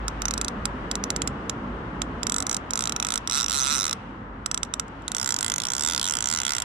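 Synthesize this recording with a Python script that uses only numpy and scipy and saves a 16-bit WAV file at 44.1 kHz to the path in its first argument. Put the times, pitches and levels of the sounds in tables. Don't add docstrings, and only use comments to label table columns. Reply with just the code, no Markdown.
import sys
import numpy as np
from scipy import signal
from scipy.fft import rfft, irfft, next_fast_len
from scipy.io import wavfile
from scipy.ndimage import uniform_filter1d, minimum_filter1d, map_coordinates

SR = 44100
rng = np.random.default_rng(int(sys.argv[2]) if len(sys.argv) > 2 else 0)


def pcm_store(signal):
    levels = np.round(np.clip(np.atleast_2d(signal), -1, 1) * 32767)
    wavfile.write(sys.argv[1], SR, levels.astype(np.int16).T)


N = 293044

# time_s, relative_level_db
DRONE_LEVEL = [(0.2, -35.5), (0.9, -38.5), (1.45, -45), (1.75, -37.5), (2.6, -48), (3.4, -47), (4.8, -44.5),
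               (5.4, -54), (6.2, -48.5), (6.64, -54)]
RUMBLE_LEVEL = [(0, -43), (0.55, -41.5), (0.75, -42), (1.1, -45), (1.3, -35.5), (1.5, -43.5), (1.85, -39.5),
                (2.3, -43), (3.4, -46), (6.64, -48)]
ROAR_LEVEL = [(0, -38.5), (1.2, -35), (1.7, -36), (2.2, -36), (2.65, -40), (3.5, -45.5), (4, -42.5),
              (5.1, -43.5), (6.64, -47.5)]
# frequency_hz, relative_density_db
RUMBLE_SPECTRUM = [(10, -49), (22, -20), (35, -9.5), (70, 0), (105, 0.5), (150, -3.5), (220, -6),
                   (500, -25.5), (2000, -84), (4000, -120)]
ROAR_SPECTRUM = [(40, -57.5), (120, -12), (190, -1), (260, 0), (340, -6.5), (500, -8.5), (700, -16.5),
                 (1200, -24), (4000, -120)]
# time_s, relative_level_db
WASH_LEVEL = [(0, -40), (1.9, -40.5), (3, -42), (3.9, -44.5), (5, -45), (6.64, -44)]
RIPPLE_LEVEL = [(0, -57), (1.8, -59), (2.6, -59.5), (3.9, -56), (4.3, -68.5), (5, -61.5), (6.6, -52.5)]
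# frequency_hz, relative_density_db
WASH_SPECTRUM = [(20, -43.5), (100, -8.5), (450, -13.5), (700, -3.5), (1000, 0), (1350, -2), (2000, -10.5),
                 (2500, -23), (4000, -33), (9000, -95), (12000, -120)]
RIPPLE_SPECTRUM = [(200, -58), (1200, -15), (2000, 3), (2900, 6), (4000, -6.5), (6000, -13), (10000, -24),
                   (11300, -41), (13000, -52), (17000, -83)]
SLIPS = [0.0811, 0.6545, 0.9135, 0.9542, 1.4959, 2.018, 4.7381, 4.7965, 5.0801, 5.1176]
# start_s, tooth_count, first_rate_hz, middle_rate_hz, last_rate_hz
TUGS = [(0.219, 6, 28.3, 37.8, 25.1), (0.4133, 3, 30.3, 29, 28.2), (1.0385, 5, 15.4, 17.5, 17.8),
        (2.2311, 9, 27.1, 47.6, 47.4), (2.4671, 6, 36.2, 64.1, 46.1), (2.707, 13, 36.2, 64.3, 24.4),
        (2.9996, 10, 38.1, 56.6, 52), (4.4606, 5, 18.9, 33.9, 18)]
# time_s, tooth_rate_hz
FIRST_RUN = [(3.2743, 24.51), (3.3397, 132.97), (3.3919, 156.21), (3.4108, 109.4), (3.463, 37.87),
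             (3.5501, 142.62), (3.639, 126.98), (3.7364, 157.12), (3.8126, 96.87), (3.9338, 48.97)]
SECOND_RUN = [(5.1479, 48.93), (5.1778, 64.45), (5.2963, 65.44), (5.3679, 40.01), (5.4459, 58.92),
              (5.5602, 45.46), (5.6424, 61.83), (5.6964, 58.55), (5.9156, 85.93), (5.9963, 51.26),
              (6.0765, 100.03), (6.1314, 66.07), (6.2036, 51.25), (6.345, 87.29), (6.4332, 55.7),
              (6.4875, 77.59), (6.6457, 42.87)]
# time_s, relative_level_db
TOUCHES = [(4.6494, -24), (4.8808, -30), (5.021, -30), (5.0964, -31)]
# centre_hz, width_hz, gain_db
PAWL_MODES = [(3500, 450, 6), (5600, 500, 7), (7400, 600, 7)]
# frequency_hz, gain_db
SNAP_SPECTRUM = [(150, -27), (600, -10), (1100, -2.5), (2000, -2.5), (3000, 1), (4500, 2), (5400, 6.5),
                 (8000, 4), (8700, 2), (10200, 5), (11000, -9), (14200, -13), (15600, -26), (16600, -29)]
# centre_hz, nominal_width_hz, gain_db
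STEADY_MODES = [(1010, 100, 3), (1341, 323, 19.5), (2080, 50, 7), (2530, 91, 6), (3934, 1010, 8.5),
                (4330, 240, -6.5), (5990, 610, 5), (7550, 770, 7)]
LIFTED_MODES = [(930, 130, 14.5), (1413, 280, 16.7), (2032, 117, 10.4), (3620, 2370, 5.16),
                (6000, 380, 5.1), (7400, 400, 8.6), (9350, 310, 5.2), (12000, 380, 5.8)]
# centre_hz, width_hz, swing_db, swells_per_turn, peak_tooth
STEADY_SWELLS = [(3000, 1200, 2, 1, 16.5), (4970, 760, 0, 1, 11.7), (6320, 400, 3.2, 1, 5),
                 (5600, 820, 1, 2, 1.5)]
LIFTED_SWELLS = [(3380, 2500, 2.2, 1, 16.7), (3740, 520, 3.4, 2, 2.4), (4900, 650, 3.6, 1, 3.6),
                 (5800, 660, 2.6, 3, 3), (7500, 1500, 1.7, 1, 3.2)]
# time_s, relative_level_db
HIGH_RING_LEVEL = [(0.35, -3), (0.9, 3.5), (1.2, 4), (2.3, 3), (2.55, 1), (3.9, -4.3), (4.5, 2.5), (5.1, 4)]
# centre_hz, width_hz, share_db_per_db
RING_BANDS = [(3230, 480, 0.8), (3870, 320, -0.4), (5260, 330, -0.3), (5900, 590, -0.3), (7300, 1600, 0.75)]
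# frequency_hz, left_gain_db
LEFT_SHADOW = [(300, 4), (1000, -17), (1400, -14), (2200, -12.5), (3000, -14), (4000, -6), (4600, -10.5),
               (5500, -6.5), (6100, -6), (7600, -12), (9000, -2.5), (10200, 0), (12000, -3.5), (15500, 1.5)]
# frequency_hz, left_lead_rad
LEFT_PHASE = [(0, 0), (1380, 2.1), (2580, -0.0), (3270, 0.7), (4310, -0.5), (5000, -2.2), (5770, -1.9),
              (7240, -2.0), (8100, -7.1), (9220, -3.4), (10200, -3.3), (13800, -8.7), (15500, -18.9),
              (16400, -19.1)]


def amp(db):
    return 10 ** (np.asarray(db) / 20)


def unit(x):
    return x / np.sqrt(np.mean(x ** 2) + 1e-20)


def along(points, hz):
    knot_hz, values = np.transpose(points)
    return np.interp(np.log(hz + 1), np.log(knot_hz + 1), values)


def envelope(points):
    return np.interp(np.arange(N) / SR, *np.transpose(points))


def wobble(rate_hz):
    knots = rng.standard_normal(int(N * rate_hz / SR) + 4)
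    return map_coordinates(knots, [np.arange(N) * rate_hz / SR])


def bell(hz, centre, width, power=2):
    return 1 / (1 + (2 * (hz - centre) / width) ** power)


def filtered(x, response):
    size = next_fast_len(N + SR // 2)
    return irfft(rfft(x, size) * response(np.fft.rfftfreq(size, 1 / SR)), size)[..., :N]


def noise(spectrum, channels=1):
    white = rng.standard_normal((channels, N))
    return unit(filtered(white, lambda hz: amp(along(spectrum, hz))))


def car(drone_hz=53, width_hz=11):
    drone = unit(filtered(rng.standard_normal(N), lambda hz: bell(hz, drone_hz, width_hz)))
    drone = drone / np.abs(signal.hilbert(drone)) ** .5
    drone = amp(envelope(DRONE_LEVEL) - 1 + wobble(7)) * unit(drone)
    rumble = amp(envelope(RUMBLE_LEVEL) + 1 + 0.8 * wobble(12)) * noise(RUMBLE_SPECTRUM)
    roar = amp(envelope(ROAR_LEVEL) + wobble(6.1)) * noise(ROAR_SPECTRUM)
    return (drone + rumble + roar) * amp([[-.5], [.5]])


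def river():
    wash = amp(envelope(WASH_LEVEL) + 2 + 0.26 * wobble(3.1)) * noise(WASH_SPECTRUM, channels=2)
    hiss = amp(envelope(RIPPLE_LEVEL) + 6 + 0.5 * wobble(6.3)) * noise(RIPPLE_SPECTRUM, channels=2)
    return wash * amp([[1.5], [-1.5]]) + hiss * amp([[.7], [-.7]])


def tug_times(start_s, teeth, *rates_hz):
    arc = np.polyfit([0, .5, 1], rates_hz, 2)
    rate_hz = np.polyval(arc, np.linspace(0, 1, int(teeth) - 1))
    return start_s + np.append(0, np.cumsum(1 / rate_hz))


def run_times(speed):
    knot_s, rate_hz = np.transpose(speed)
    t = np.arange(knot_s[0], knot_s[-1], 1 / SR)
    turned = np.cumsum(np.interp(t, knot_s, rate_hz)) / SR
    return np.interp(np.arange(int(turned[-1]) + 1), turned, t)


def chatter(count, drift_teeth=2.58, rise_s=0.00076, tail_db=6, tail_t60_s=0.014, size=700):
    t = np.arange(size) / SR
    tooth = np.arange(count)
    nearness = np.exp(-((tooth[:, None] - tooth) / drift_teeth) ** 2)
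    shared = unit(nearness @ rng.standard_normal((count, size)))
    fresh = 0.54 * rng.standard_normal((count, size))
    blow = (t / rise_s) ** 2 * np.exp(2 - 2 * t / rise_s)
    tail = amp(tail_db - 60 * t / tail_t60_s) * np.minimum(t / rise_s, 1)
    return (shared + fresh) * np.hypot(blow, tail)


def pawl_resonance(bursts, spread=0.061, drift_teeth=2.5):
    count, size = bursts.shape
    hz = np.fft.rfftfreq(size, 1 / SR)
    spectra = rfft(bursts)
    for centre, width, db in PAWL_MODES:
        drift = map_coordinates(rng.standard_normal(count), [np.arange(count) / drift_teeth])
        mode_hz = centre * np.exp(spread * drift[:, None])
        resonance = 1j * hz * width / (mode_hz ** 2 - hz ** 2 + 1j * hz * width)
        spectra = spectra * (1 + (amp(db) - 1) * resonance)
    return irfft(spectra, size)


def place(times, shapes):
    index = np.round(times * SR).astype(int)[:, None] + np.arange(shapes.shape[1])
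    return np.bincount(index.ravel(), shapes.ravel(), N)[:N]


def ringing(x, gain_db, size=4096):
    cepstrum = irfft(np.log(amp(gain_db(np.fft.rfftfreq(size, 1 / SR)))))
    cepstrum[1:size // 2] *= 2
    cepstrum[size // 2 + 1:] = 0
    impulse_response = irfft(np.exp(rfft(cepstrum)))
    return signal.fftconvolve(x, impulse_response[None], axes=1)[:, :N]


def snaps(times, gains, modes, knock_db, knock_delay_s=.0004, split_hz=2300, min_width_hz=150):
    def colour_db(hz):
        peaks = sum(db * bell(hz, centre, max(width, min_width_hz)) for centre, width, db in modes)
        return along(SNAP_SPECTRUM, hz) + peaks

    def low_share(hz):
        return 1 / (1 + (hz / split_hz) ** 4)

    def chatter_train():
        bursts = pawl_resonance(chatter(len(times)))
        hz = np.fft.rfftfreq(bursts.shape[1], 1 / SR)
        weights = amp(colour_db(hz)) ** 2 * (1 - low_share(hz))
        energy = np.average(np.abs(rfft(bursts)) ** 2, axis=1, weights=weights)
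        return place(times, (gains / np.sqrt(energy))[:, None] * bursts)

    right = chatter_train()
    left = (right + 1.25 * chatter_train()) / np.hypot(1, 1.25)
    knocks = place(times + knock_delay_s, gains[:, None] * amp(knock_db))
    highs = filtered(np.array([left, right]), lambda hz: np.sqrt(1 - low_share(hz)))
    lows = filtered(knocks, lambda hz: np.sqrt(low_share(hz)))
    return ringing(highs + lows, colour_db)


def spool_colour(x, tooth_times, swells, teeth_per_turn=29.5):
    tooth = np.interp(np.arange(N) / SR, tooth_times, np.arange(len(tooth_times)))
    ring_db = envelope(HIGH_RING_LEVEL)
    bands = [(centre, width, swing * np.cos(2 * np.pi * per_turn * (tooth - peak) / teeth_per_turn))
             for centre, width, swing, per_turn, peak in swells]
    bands += [(centre, width, share * ring_db) for centre, width, share in RING_BANDS]
    for centre, width, gain_db in bands:
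        x = x + (amp(gain_db) - 1) * filtered(x, lambda hz: bell(hz, centre, width, power=4))
    return x


def afterring(x, spool_hz=5937, spool_db=-21, spool_t60_s=.3, scatter_db=-25, scatter_t60_s=0.11):
    t = np.arange(SR // 3) / SR
    fade = amp(-60 * t / spool_t60_s)
    sing = 2 * np.sin(2 * np.pi * spool_hz * t) * fade / fade.sum()
    scatter = rng.standard_normal((2, len(t))) * amp(-60 * t / scatter_t60_s)
    tail = amp(spool_db) * sing + amp(scatter_db) * scatter / np.linalg.norm(scatter[0])
    return x + signal.fftconvolve(x, tail, axes=1)[:, :N]


def reel(rod_lift_s=4.95, spread_db=1.18):
    tugs = [tug_times(*tug) for tug in TUGS]
    tooth_times = np.sort(np.concatenate([SLIPS, *tugs, run_times(FIRST_RUN), run_times(SECOND_RUN)]))
    touch_times, touch_db = np.transpose(TOUCHES)
    times = np.concatenate([tooth_times, touch_times])
    level_db = np.concatenate([np.zeros(len(tooth_times)), touch_db])
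    gains = amp(level_db + spread_db * rng.standard_normal(len(times)))
    early = times < rod_lift_s
    steady = amp(-0.08) * snaps(times[early], gains[early], STEADY_MODES, knock_db=-1.0)
    lifted = amp(-1.04) * snaps(times[~early], gains[~early], LIFTED_MODES, knock_db=-1.2)
    steady = spool_colour(steady, tooth_times, STEADY_SWELLS)
    lifted = spool_colour(lifted, tooth_times, LIFTED_SWELLS)
    left, right = afterring(steady + lifted)
    left = filtered(left, lambda hz: amp(along(LEFT_SHADOW, hz)) * np.exp(1j * along(LEFT_PHASE, hz)))
    return np.array([left, right])


def scene():
    return car() + river() + reel()


def record(dry, ceiling=.48, hold_s=.004, top_hz=16600):
    hold = round(hold_s * SR)
    needed_gain = np.minimum(1, ceiling / (np.abs(dry).max(axis=0) + 1e-9))
    gain = uniform_filter1d(minimum_filter1d(needed_gain, hold), hold)
    return filtered(dry * gain, lambda hz: hz < top_hz)


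dry = scene()
out = record(dry)
pcm_store(out)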